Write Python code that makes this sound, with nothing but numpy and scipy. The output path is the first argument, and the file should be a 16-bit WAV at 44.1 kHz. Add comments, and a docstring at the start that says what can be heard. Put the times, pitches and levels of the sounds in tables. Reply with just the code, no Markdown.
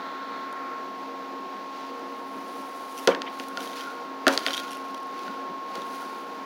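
"""A plastic puck on an air hockey table in a small room, heard from the table's edge.
The puck glides over the air holes with a grainy scrape, is hit hard twice, clacks against the rails
and chatters as it wobbles and settles. Each hard blow makes the hollow table boom.
Behind it the blower's fan whines steadily over rushing air, and at the start
air hisses past a hand and a resting mallet."""
import sys
import numpy as np
from scipy import signal
from scipy.fft import rfft, irfft
from scipy.io import wavfile

SR = 44100
rng = np.random.default_rng(int(sys.argv[2]) if len(sys.argv) > 2 else 0)


def wrap_up_sound(samples):
    """Save the sound to the file named by the first command line argument, as 16-bit audio."""
    columns = np.atleast_2d(samples).T
    # keep every value between -1 and 1, then stretch to whole-number steps
    tamed = np.clip(columns, -1, 1)
    steps = np.round(tamed * 32767).astype(np.int16)
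    wavfile.write(sys.argv[1], SR, steps)


N = 284445
TIME = np.arange(N) / SR
HZ = np.fft.rfftfreq(N, 1 / SR)
RING_TIME = TIME[:SR // 2]  # the half second after a hit
TOP_HZ = 15950  # upper edge of the treble


def knocks():
    """A blow makes a clack, the puck rings briefly, and a boom spreads through the hollow table."""
    # each blow: (time [s], clack level [dB], clack pitch [Hz], clack ring time [s], puck level [dB],
    # treble cutoff [Hz], boom level [dB], place [0 side rail to 1 end rail])
    blows = [(3.0741, -14.5, 5800, 0.0056, -8.5, 11000, -11, 0.11),
             (3.0771, -6.5, 428, 0.02, -11.5, 4000, -26, 0),
             (3.0882, -3.5, 497, 0.066, -42, 3000, -21.5, 0),
             (3.1488, -15, 1790, 0.012, -19, 3800, -46, .5),
             (3.2190, -26, 1850, 0.0049, -17.5, 5300, -57, .5),
             (3.3983, -20, 2780, 0.007, -25, 7060, -31, 0.31),
             (3.573, -29, 1410, 0.088, -22, 6500, -27, 0.32),
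             (4.2678, 6.5, 1600, 0.0054, -9, 4560, -9.5, 0.73),
             (4.2804, -20, 1380, 0.057, -6, 12000, -15.5, 0.65),
             (4.3765, 0, 4640, 0.0027, -14, 8900, -30, 0.47),
             (4.4644, -6.5, 2120, 0.0045, -10.5, 6000, -24, 0.73),
             (5.28, -32, 1450, .08, -33, 3980, -45, 0.49),
             (5.7548, -47, 3010, 0.0091, -28, 13000, -30.5, 0.44)]
    # the puck struck on its edge: (pitch [Hz], level [dB], ring time [s])
    puck_tones = [(1387, -12.5, 0.027), (1850, -6, .012), (2610, -8, 0.01), (3196, 1, 0.0046),
                  (4540, 0.5, 0.0043), (5230, -8.5, 0.0078), (6280, -5.5, 0.0042), (9600, -16, 0.0075),
                  (11800, -24, 0.0044), (14600, -12, .004)]
    # the table's tones: (pitch [Hz], level from side rail [dB], level from end rail [dB], ring time [s])
    table_tones = [(191, -13, -50, 0.22), (273, -23.5, 0, 0.26), (368.6, -14.5, -8.5, 0.13),
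                   (408, -20, -30, 0.29), (437, -6.5, -14, 0.051), (496, 8, -33, 0.091),
                   (550.4, -20, -12, 0.22), (636, -11, 3, 0.045), (676, -15, -4.5, 0.12),
                   (743.5, -14, -15, 0.24), (942, -2, -54, 0.08), (1006, -18, -66, 0.11),
                   (1050, -4, -78, 0.091), (1144, -23, -23, 0.4), (1397, -10, -8, 0.086),
                   (1487, -11, -5, 0.086)]
    # the table's many weak tones blur into a rumble: (frequency [Hz], level [dB])
    rumble_colour = [(30, -40), (140, -34), (250, 5), (700, 2), (1500, 2), (2100, -4), (4000, -4.5),
                     (6500, -15), (8500, -25.5), (16000, -32)]
    # how long that rumble lasts: (frequency [Hz], ring time [s])
    rumble_times = [(200, 0.66), (1500, 0.37), (4000, 0.13), (12000, 0.25)]
    out = np.zeros(N)
    table_hz, side_db, end_db, table_ring_s = np.transpose(table_tones)
    spread = 1 - np.exp(-RING_TIME / 0.0025)
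    for start, clack_db, hz, ring_s, puck_db, cutoff_hz, boom_db, place in blows:
        clack = ring(hz, clack_db, ring_s)
        clack *= 1 - np.exp(-RING_TIME[:len(clack)] * hz / 0.61)  # builds up in about one cycle
        puck = amp(-14) * rng.standard_normal(len(RING_TIME)) * np.exp(-RING_TIME / 0.0021)
        add(puck, 0, ring(*np.transpose(puck_tones)))
        contact = signal.butter(2, cutoff_hz, fs=SR)  # a longer contact leaves out the treble
        boom = ring(table_hz, side_db + place * (end_db - side_db), table_ring_s)
        add(out, start, clack)
        add(out, start, amp(puck_db) * signal.lfilter(*contact, puck))
        add(out, start, amp(boom_db) * boom * spread[:len(boom)])
        add(out, start, amp(boom_db + 17) * dying_noise(rumble_colour, rumble_times))
    return out


def chatter(extra_slaps):
    """The wobbling puck slaps the table, each time on another part of its rim."""
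    # the main slaps: (time [s], level [dB], brightness [dB per octave])
    slaps = [(.527, -42, 9), (1.995, -45, 6), (3.485, -51, 23), (3.606, -27, 1), (4.476, -24, -1),
             (4.483, -22, -12), (4.507, -21.5, -9), (4.5326, -19.5, 0), (4.538, -20, 0), (4.5456, -19, -4),
             (4.571, -23, 3), (4.578, -17.5, -3), (4.599, -27, 6), (4.946, -31, -0.5), (4.9776, -34, -5),
             (5.192, -32, -1)]
    # the puck landing flat: (pitch [Hz], level [dB], ring time [s])
    slap_tones = [(1480, -14, 0.013), (2570, -8.5, 0.0055), (3200, -6.5, 0.029), (3710, -6.5, 0.015),
                  (4530, -9, 0.0071), (5700, -11, 0.017), (6700, -17, 0.012), (9100, -19, 0.014),
                  (12600, -31, .008), (15000, -39, 0.0026)]
    out = np.zeros(N)
    hz, db, ring_s = np.transpose(slap_tones)
    snap_fade = np.exp(-RING_TIME[:SR // 50] / .0012)
    chances = rng.standard_normal((200, 2, len(hz)))
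    bursts = rng.standard_normal((200, SR // 40))
    for (start, slap_db, bright_db), (spot, detune), burst in zip(slaps + extra_slaps, chances, bursts):
        tilt_db = bright_db * np.log2(hz / 4000)
        add(out, start, ring(hz * (1 + 0.027 * detune), slap_db + db + tilt_db + 2.6 * spot, ring_s))
        add(out, start, amp(slap_db + bright_db - 13) * burst[:len(snap_fade)] * snap_fade)
    return out


def wobbles(scrape_gain, per_s=45, above_scrape_db=9.5, spread_db=8):
    """Random slaps for chatter() to play: the faster the slide, the louder they are."""
    chance = rng.random(N)
    strength, bright = rng.uniform(-1, 1, (2, N))
    moments = np.flatnonzero((scrape_gain > amp(-50)) & (chance < per_s / SR))
    return [(i / SR, 20 * np.log10(scrape_gain[i]) + above_scrape_db + spread_db * strength[i],
             5 * bright[i]) for i in moments]


def slide_gains(sing_lag_s=0.085):
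    """Each slide swells to its fastest moment and dies away; the puck sings as it slows."""
    # (fastest moment [s], swell time [s], fade time [s], scrape [dB], fizz [dB], singing [dB])
    slides = [(1.8, .17, .15, -50, -65, -65), (2.55, 0.33, 0.39, -59, -56.5, -68),
              (3.05, 0.29, 0.023, -51, -49, -64), (3.41, 0.081, 0.12, -48, -52, -46.5),
              (3.63, 0.044, 0.078, -42.5, -45, -60), (3.78, 0.077, 0.13, -43, -50.5, -40.5),
              (4.335, 0.026, .05, -35.5, -41.5, -41), (4.48, 0.077, 0.18, -37, -45.5, -42),
              (5.23, 0.14, 0.16, -50, -60, -49), (5.78, 0.066, 0.063, -45.5, -57, -56),
              (5.95, 0.14, 0.24, -48.5, -52, -47.5)]
    power = np.zeros((3, N))
    for fastest, swell_s, fade_s, *levels_db in slides:
        for layer, db, peak_s in zip(power, levels_db, (fastest, fastest, fastest + sing_lag_s)):
            from_peak = np.maximum((peak_s - TIME) / swell_s, (TIME - peak_s) / fade_s)
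            layer += (amp(db) * np.exp(-from_peak.clip(0, 20))) ** 2
    return np.sqrt(power)


def glide(scrape_gain, fizz_gain, sing_gain):
    """The puck's rim rubs the table in tiny grains, and its disc sings faintly."""
    # the body of the rubbing sound: (frequency [Hz], level [dB])
    scrape_colour = [(30, -50), (900, -7), (1600, 2.5), (2400, 3.5), (3200, 2), (4600, 2), (5500, -4),
                     (6500, -5.5), (8000, -18), (16000, -39)]
    # its high fizz: (frequency [Hz], level [dB])
    fizz_colour = [(30, -50), (3000, -4), (6000, 3), (8000, -3.5), (9500, 2.5), (11500, 1), (13500, -4),
                   (16000, 0)]
    grain = unit(amp(1.9 * drift(220) + 0.83 * drift(35)))
    scrape = scrape_gain * coloured_noise(scrape_colour)
    fizz = fizz_gain * coloured_noise(fizz_colour)
    sing = sing_gain * pitched_noise(hz=1415, width_hz=55)
    return grain * (scrape + fizz) + sing


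def grit():
    """The rim catches and lets go, making uneven runs of tiny, bright ticks."""
    # each run: (start [s], stop [s], level [dB], rate [ticks per s])
    runs = [(2.971, 3, -37, 230), (4.705, 4.745, -37.5, 140), (4.747, 4.785, -41, 80),
            (4.849, 5.087, -46.5, 36)]
    # the rim's highest tones: (pitch [Hz], level [dB], ring time [s])
    tick_tones = [(2909, -1, 0.012), (5570, -4, 0.011), (7400, -11, 0.0076), (8500, -10.5, 0.013),
                  (10500, -9.5, 0.019), (12100, -9, 0.0088), (12600, -10, 0.0098)]
    out = np.zeros(N)
    hz, db, ring_s = np.transpose(tick_tones)
    for start, stop, run_db, per_s in runs:
        chances = rng.uniform(-1, 1, size=(40, len(hz) + 2))
        for beat, chance in zip(np.arange(start, stop, 1 / per_s), chances):
            late, strength, spot = chance[0], chance[1], chance[2:]
            tick = ring(hz * (1 + .08 * spot[::-1]), run_db + 5 * strength + db + 4 * spot, ring_s)
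            add(out, beat + .5 * late / per_s, tick)
    return out


def scuffs():
    """Plastic rubs briefly on the table, swelling and stopping."""
    # each rub: (time [s], length [s], level [dB], centre [Hz], width [octaves])
    rubs = [(3.107, 0.024, -39, 3060, .07), (3.11, 0.016, -37, 2300, 0.047), (3.26, 0.032, -40, 2440, 0.4),
            (4.317, 0.038, -41, 4130, 0.76)]
    out = np.zeros(N)
    for start, length, db, hz, octaves in rubs:
        band = np.exp(-.5 * (np.log2((HZ + 1) / hz) / octaves) ** 2)
        rub = noise(band)[:int(length * SR)]
        add(out, start, amp(db) * rub * signal.windows.tukey(len(rub), .5))
    return out


def bumps():
    """Soft bumps on the table's frame make dull thuds that are gone in a tenth of a second."""
    # each bump: (time [s], level [dB])
    thuds = [(2.354, -32.5), (3.395, -43), (5.28, -35), (5.49, -34), (5.77, -34)]
    # the frame's dull sound: (frequency [Hz], level [dB])
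    thud_colour = [(30, -20), (110, -20), (220, 8), (380, -1), (800, -32), (3000, -50)]
    swell = np.zeros(N)
    for start, db in thuds:
        add(swell, start, amp(db) * RING_TIME / 0.02 * np.exp(1 - RING_TIME / 0.011))
    return swell * coloured_noise(thud_colour)


def blower(whine_hz=1082.3):
    """The fan whines at four times its turning rate, over air rushing through the hollow table."""
    # the whine slowly swells and sinks: (time [s], level [dB])
    whine_levels = [(0, -38.5), (.75, -36.5), (1.05, -40), (1.45, -38.5), (1.85, -40), (4.3, -40), (5, -37),
                    (5.95, -37), (6.3, -40)]
    # air in the blower and holes: (frequency [Hz], level [dB])
    rush_colour = [(30, -31), (100, -17.5), (150, -16.5), (195, 0.5), (290, 3), (420, 1.5), (620, 2.5),
                   (850, 3.5), (1200, -2), (1800, -6), (2800, -11.5), (4400, -14), (6500, -23.5),
                   (8000, -33.5), (16000, -34.5)]
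    # air ringing in hollow spaces: (pitch [Hz], width [Hz], level [dB])
    hollows = [(278, 26, -57.5), (364.4, 14.6, -54), (540.4, 3.9, -62.5), (476, 8.5, -50.5),
               (710, 70, -54.5), (941.4, 12, -53), (14750, 500, -73.5)]
    # the lower hiss of air passing the hand and resting mallet: (frequency [Hz], level [dB])
    low_colour = [(30, -50), (500, -24), (1100, -2), (1350, 3), (1900, -2), (2400, -8.5), (3200, -32),
                  (12000, -61)]
    # the sharper part of that hiss: (frequency [Hz], level [dB])
    sharp_colour = [(30, -46), (2400, -22), (3400, 6), (4300, 5), (4900, -20), (7000, -43)]
    whine_db = np.interp(TIME, *np.transpose(whine_levels))
    fan_angle = 2 * np.pi * whine_hz / 4 * TIME + .04 * drift(2)

    def fan_tone(db, per_turn):
        return np.sqrt(2) * amp(db) * np.sin(per_turn * fan_angle)

    # the hiss dies away as the hand leaves
    low_db = hold_then_fade(-45.5, until_s=0.75, fade_db_per_s=71)
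    sharp_db = hold_then_fade(-54, until_s=0.45, fade_db_per_s=170)
    whine = fan_tone(whine_db + .5 * drift(59), per_turn=4)
    hum = fan_tone(-48 + 1.76 * drift(3), per_turn=1)
    overtone = fan_tone(np.maximum(-56, low_db - 1.5), per_turn=5)
    rush = amp(-41.5 + 0.6 * drift(4.4)) * coloured_noise(rush_colour)
    drone = sum(amp(db) * pitched_noise(hz, width) for hz, width, db in hollows)
    hiss = amp(low_db) * coloured_noise(low_colour) + amp(sharp_db) * coloured_noise(sharp_colour)
    return whine + hum + overtone + rush + drone + hiss


def room_echo(hits, delay_s=.008):
    """The nearby walls send the hits back as a short blur of echoes."""
    # how long the echo lasts: (frequency [Hz], ring time [s])
    echo_times = [(200, 0.16), (1500, 0.23), (5000, 0.29), (14000, 0.21)]
    # what the walls send back: (frequency [Hz], level [dB])
    echo_colour = [(100, -30), (400, 21.5), (3000, 9), (7000, 5.0), (15000, -1.0)]
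    out = np.zeros(N)
    add(out, delay_s, signal.fftconvolve(hits, dying_noise(echo_colour, echo_times)))
    return out


def amp(db):
    """Turns decibels into a gain to multiply by."""
    return 10 ** (np.asarray(db) / 20)


def unit(x):
    """Scales a signal to an average power of 1."""
    return x / np.sqrt(np.mean(x ** 2) + 1e-20)


def look_up(points, hz):
    """Reads between a table's rows, with frequency spaced in octaves."""
    row_hz, value = np.transpose(points)
    return np.interp(np.log(hz + 1), np.log(row_hz + 1), value)


def add(mix, start, sound):
    """Mixes a sound in at a start time in seconds."""
    part = mix[round(start * SR):][:len(sound)]
    part += sound[:len(part)]


def hold_then_fade(db, until_s, fade_db_per_s):
    """A level in dB that holds, then falls."""
    return db - fade_db_per_s * np.maximum(TIME - until_s, 0)


def noise(gain):
    """Noise of power 1, shaped by a gain at each frequency."""
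    return unit(irfft(rfft(rng.standard_normal(N)) * gain, N))


def coloured_noise(colour):
    """Noise whose table sets the balance of bass and treble, not the loudness."""
    return noise(amp(look_up(colour, HZ)))


def pitched_noise(hz, width_hz):
    """Noise ringing around one pitch."""
    return noise(1 / (1 + ((HZ - hz) / width_hz) ** 2))


def drift(per_s):
    """A random wander, up to about per_s swings a second."""
    return noise(1 / (1 + (HZ / per_s) ** 4))


def ring(hz, db, ring_s):
    """Tones that each fall 60 dB in their ring time; neighbours swing in opposite directions."""
    hz, db, ring_s = (np.reshape(column, (-1, 1)) for column in (hz, db, ring_s))
    t = RING_TIME[:int(np.max(ring_s) * 2 * SR) + 2]
    sign = (-1) ** np.arange(len(hz))[:, None]
    return (sign * amp(db - 60 * t / ring_s) * np.sin(2 * np.pi * hz * t)).sum(0)


def dying_noise(colour, ring_times):
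    """A noise burst of energy 1, each frequency band dying at its own speed."""
    hz, t, bands = signal.stft(rng.standard_normal(len(RING_TIME)), SR, nperseg=512)
    bands *= amp(look_up(colour, hz)[:, None] - 60 * t / look_up(ring_times, hz)[:, None])
    burst = signal.istft(bands, SR)[1][:len(RING_TIME)]
    return burst / np.linalg.norm(burst)


def scene():
    """Puck and table in a small room, over the blower."""
    scrape, fizz, sing = slide_gains()
    hits = knocks() + chatter(wobbles(scrape)) + grit() + scuffs()
    return (hits + amp(-19.5) * room_echo(hits) + bumps() + glide(scrape, fizz, sing) + blower())[None]


def record(dry):
    """A small microphone loses the bass and rounds off the hardest peaks; the top treble is cut."""
    low_hz, ceiling = 150, .9
    thin = signal.sosfilt(signal.butter(3, low_hz, "highpass", fs=SR, output="sos"), dry)
    rounded = ceiling * np.tanh(thin / ceiling)
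    treble_cut = signal.firwin(511, TOP_HZ, window=("kaiser", 9), fs=SR)
    return signal.oaconvolve(rounded, treble_cut[None], "same")


dry = scene()
out = record(dry)
wrap_up_sound(out)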